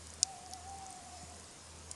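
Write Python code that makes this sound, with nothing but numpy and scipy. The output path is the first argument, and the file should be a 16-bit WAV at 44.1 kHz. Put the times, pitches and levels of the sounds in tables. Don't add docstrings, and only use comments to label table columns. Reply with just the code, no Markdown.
import sys
import numpy as np
from scipy import signal
from scipy.fft import rfft, irfft
from scipy.io import wavfile
from scipy.ndimage import uniform_filter1d

SR = 44100
rng = np.random.default_rng(int(sys.argv[2]) if len(sys.argv) > 2 else 0)


def wrap_up_sound(samples):
    columns = np.atleast_2d(samples).T
    tamed = np.clip(columns, -1, 1)
    steps = np.round(tamed * 32767).astype(np.int16)
    wavfile.write(sys.argv[1], SR, steps)


N = 85995


def amp(db):
    return 10 ** (np.asarray(db) / 20)


def unit(x):
    return x / np.sqrt(np.mean(x ** 2) + 1e-20)


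def db_at(spectrum, hz):
    points_hz, db = np.transpose(spectrum)
    return np.interp(np.log(hz + 1), np.log(points_hz), db)


def add(mix, start_s, sound):
    part = mix[max(round(start_s * SR), 0):][:len(sound)]
    part += sound[:len(part)]


def drift(count, rate_hz):
    hz = np.fft.rfftfreq(N, 1 / SR)
    lowpassed = rfft(rng.standard_normal(N)) / (1 + (hz / rate_hz) ** 4)
    return unit(irfft(lowpassed, N))[:count]


def click(colour, size=2048):
    hz = abs(np.fft.fftfreq(size, 1 / SR))
    log_gain = np.log(amp(colour(hz)))
    spectrum = np.exp(np.conj(signal.hilbert(log_gain)))
    x = np.fft.ifft(spectrum).real[:size // 2]
    return x / np.linalg.norm(x)


def tail(t60_s):
    t = np.arange(SR) / SR
    decay = np.exp(-np.log(1000) * t / t60_s)
    x = (rng.choice([-1., 1.], SR) * decay)[:int(t60_s * SR) + 2]
    return x / np.linalg.norm(x)


def noise(spectrum, patch_db, size=512):
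    hz = np.fft.rfftfreq(size, 1 / SR)
    real, imag, patches = rng.standard_normal((3, len(hz), 4 * N // size + 5))
    patches = uniform_filter1d(patches, size=8, axis=0)
    patches = unit(uniform_filter1d(patches, size=10, axis=1))
    frames = (real + 1j * imag) * amp(db_at(spectrum, hz)[:, None] + patch_db * patches)
    _, x = signal.istft(frames, nperseg=size, noverlap=size - size // 4)
    return unit(x[:N])


# (frequency [Hz], relative density [dB])
RUSH_SPECTRUM = [(20, -12), (50, -4), (120, 0.5), (200, -1), (350, -4), (600, -4), (850, -5.5),
                 (1080, -4.5), (1400, -9), (2800, -12), (5000, -16), (12000, -39)]

def flames(level_db=-57):
    return amp(level_db) * noise(RUSH_SPECTRUM, patch_db=1.5, size=2048)


# (frequency [Hz], relative density [dB])
HISS_SPECTRUM = [(1000, -21), (3000, -10), (4700, -2.5), (5150, 1.5), (5500, -2), (5900, 1), (6300, 0),
                 (7000, 3), (8300, 2), (10300, -3), (11000, -10.5), (12200, -25)]
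# (time [s], level [dB])
HISS_ENVELOPE = [(0, -55.5), (.2, -57), (.3, -55.5), (.45, -57), (.85, -56.5), (1.099, -55.5), (1.4, -56.5),
                 (1.52, -57), (1.95, -57.5)]

def steam():
    level_db = np.interp(np.arange(N) / SR, *np.transpose(HISS_ENVELOPE))
    return amp(level_db) * noise(HISS_SPECTRUM, patch_db=0.9)


# (frequency [Hz], level [dB])
HUM_TONES = [(81.85, -62.7), (80.15, -62.7)]

def hum(lull_s=.36):
    t = np.arange(N) / SR - lull_s
    first, second = (amp(db) * np.sqrt(2) * np.sin(2 * np.pi * hz * t) for hz, db in HUM_TONES)
    return first - second


def tick(pitch_hz, width_oct, skirt_db=-23, ring_db=-13, low_hz=3800, top_hz=10400):
    def colour(hz):
        octaves = np.log2((hz + 1) / pitch_hz)
        peak_db = np.maximum(skirt_db, -4.3 * (octaves / width_oct) ** 2 / 2)
        rolloff_db = 10 * np.log10(1 + (low_hz / (hz + 100)) ** 4 + (hz / top_hz) ** 30)
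        return peak_db - rolloff_db

    body = click(colour)
    out = np.zeros(2048)
    add(out, 0, np.convolve(body, tail(t60_s=.0035)))
    add(out, 0, amp(ring_db) * np.convolve(body, tail(t60_s=.02)))
    return out / np.linalg.norm(out)


def embers(rate_per_s=50, floor_db=-40.5, spread_db=3):
    out = np.zeros(N)
    for when, size, pitch in rng.random((int(rate_per_s * N / SR), 3)):
        db = floor_db + spread_db * min(-np.log(1 - size), 3)
        add(out, when * N / SR, amp(db) * tick(pitch_hz=5000 + 4500 * pitch, width_oct=.18))
    return out


# (time [s], level [dB], pitch [Hz], width [oct])
CRACKLES = [(0.0707, -25, 7300, .35), (.1030, -24.5, 6750, 0.15), (.1380, -24.5, 7000, 0.38),
            (0.4622, -27, 6200, 0.22), (0.5122, -25, 7000, 0.16), (0.5354, -17.5, 5900, 0.18),
            (0.5347, -24.5, 10300, 0.09), (.692, -29, 6800, 0.2), (.786, -26.5, 7860, .3),
            (.865, -22.5, 6600, 0.19), (0.9053, -23, 8500, .25), (.9275, -26.5, 8700, .3),
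            (1.298, -27, 7450, 0.15), (1.398, -28, 7470, .25), (1.4424, -29.5, 4600, .15),
            (1.913, -19, 9450, 0.066), (1.9139, -16, 7160, 0.059), (1.9148, -24, 5450, .1),
            (1.9203, -31, 7600, .3)]

def crackle():
    out = np.zeros(N)
    for start_s, db, pitch_hz, width_oct in CRACKLES:
        add(out, start_s, amp(db) * tick(pitch_hz, width_oct))
    return out


# (time [s], pitch [Hz], relative level [dB])
HOOT_CONTOUR = [(.195, 650, -66), (.222, 712, -57), (.262, 765, -51.5), (.305, 785, -47.5),
                (0.357, 712, -54), (.41, 715, -56.5), (.468, 757, -52.5), (0.499, 685, -60),
                (0.533, 757, -49.5), (0.561, 752, -50.5), (0.591, 700, -57), (0.63, 717, -54.5),
                (0.684, 786, -48.5), (.765, 783, -50), (0.854, 768, -49.5), (.915, 738, -55.5),
                (0.974, 725, -54.5), (1.059, 718, -59), (1.15, 710, -56), (1.24, 706, -57.5),
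                (1.328, 693.5, -59), (1.36, 670, -77)]
TREMOLO_START_S, TREMOLO_RISE_S, TREMOLO_CREST_S = .9, .048, 1.145
TREMOLO_RATE_HZ, TREMOLO_SWING_HZ, TREMOLO_SWING_DB = 11.98, 26, 3.5

def owl(gain_db=-.5, jitter=.0069):
    t = np.arange(N) / SR
    times_s, hz, db = np.transpose(HOOT_CONTOUR)
    depth = np.clip((t - TREMOLO_START_S) / TREMOLO_RISE_S, 0, 1)
    swing = depth * np.cos(2 * np.pi * TREMOLO_RATE_HZ * (t - TREMOLO_CREST_S))
    pitch_hz = uniform_filter1d(np.interp(t, times_s, hz), size=700) + TREMOLO_SWING_HZ * swing
    pitch_hz *= 1 + jitter * drift(N, rate_hz=78)
    level_db = gain_db + np.interp(t, times_s, db) + TREMOLO_SWING_DB * swing
    singing = (t > times_s[0]) & (t < times_s[-1])
    envelope = uniform_filter1d(amp(level_db) * singing, size=400)
    return envelope * np.sqrt(2) * np.sin(2 * np.pi * np.cumsum(pitch_hz) / SR)


def forest(call, echo_db=-10.5, delay_s=.03):
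    out = call.copy()
    add(out, delay_s, amp(echo_db) * signal.fftconvolve(call, tail(t60_s=1.7)))
    return out


# (time [s], level [dB])
SPLITS = [(.2304, 1.5), (.23098, -0.5)]
# (frequency [Hz], relative level [dB])
SPLIT_SPECTRUM = [(300, -56), (1400, -47), (2400, -26), (3700, -14.5), (4800, 0), (7200, 2.5), (8600, 1),
                  (9800, -14), (11500, -33)]
# (frequency [Hz], relative level [dB])
RING_SPECTRUM = [(300, -52), (1500, -41), (2500, -14.5), (3100, -21), (4400, -2), (5300, -6), (6800, -3.5),
                 (8200, -9.5), (10000, -16), (12000, -35)]

def snap(ring_db=-5.5):
    out = np.zeros(N)
    split = click(lambda hz: db_at(SPLIT_SPECTRUM, hz))
    for start_s, db in SPLITS:
        add(out, start_s, amp(db) * split)
    ring = np.convolve(click(lambda hz: db_at(RING_SPECTRUM, hz)), tail(t60_s=.023))
    add(out, SPLITS[-1][0], amp(ring_db) * ring)
    return out


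# (start [s], length [s], pitch [Hz], glide [Hz], level [dB])
SAP_WHISTLES = [(0.562, .09, 6940, -26, -66), (0.652, 0.077, 6640, -250, -66),
                (1.14, 0.094, 5210, 10, -62.5), (1.178, 0.11, 6980, -140, -63),
                (1.29, 0.18, 6820, -330, -68), (1.59, 0.11, 5200, -10, -65.5), (1.8, 0.148, 6450, 154, -64)]

def sap(jitter=.0031):
    out = np.zeros(N)
    for start_s, length_s, hz, glide_hz, db in SAP_WHISTLES:
        progress = np.linspace(0, 1, int(length_s * SR))
        pitch_hz = (hz + glide_hz * progress) * (1 + jitter * drift(len(progress), rate_hz=150))
        envelope = amp(db) * np.sqrt(2 * abs(np.sin(np.pi * progress)))
        add(out, start_s, envelope * np.sin(2 * np.pi * np.cumsum(pitch_hz) / SR))
    return out


# (centre time [s], level [dB])
FLAME_PUFFS = [(0.799, -57.5), (1.24, -55.5), (1.36, -58.5)]

def puffs(pitch_hz=166.6, width_hz=32, length_s=.0486):
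    out = np.zeros(N)
    t = np.arange(0, length_s, 1 / SR)
    for centre_s, db in FLAME_PUFFS:
        flutter = drift(len(t), width_hz) + 1j * drift(len(t), width_hz)
        gas = unit((flutter * np.exp(2j * np.pi * pitch_hz * t)).real)
        add(out, centre_s - length_s / 2, amp(db) * np.hanning(len(t)) * gas)
    return out


def scene():
    bed = flames() + steam() + hum() + embers()
    return (bed + crackle() + forest(owl()) + snap() + sap() + puffs())[None]


NOTCH_HZ, NOTCH_HALF_WIDTH_HZ, NOTCH_DB = 7650, 103, -11.5
BAND_LIMIT_HZ = 12250

def record(dry):
    notch = click(lambda hz: NOTCH_DB / (1 + ((hz - NOTCH_HZ) / NOTCH_HALF_WIDTH_HZ) ** 2))
    notched = signal.oaconvolve(dry, notch[None])[:, :N]
    lowpass = signal.firwin(255, BAND_LIMIT_HZ, window=("kaiser", 9), fs=SR)
    return signal.oaconvolve(notched, lowpass[None], "same")


dry = scene()
out = record(dry)
wrap_up_sound(out)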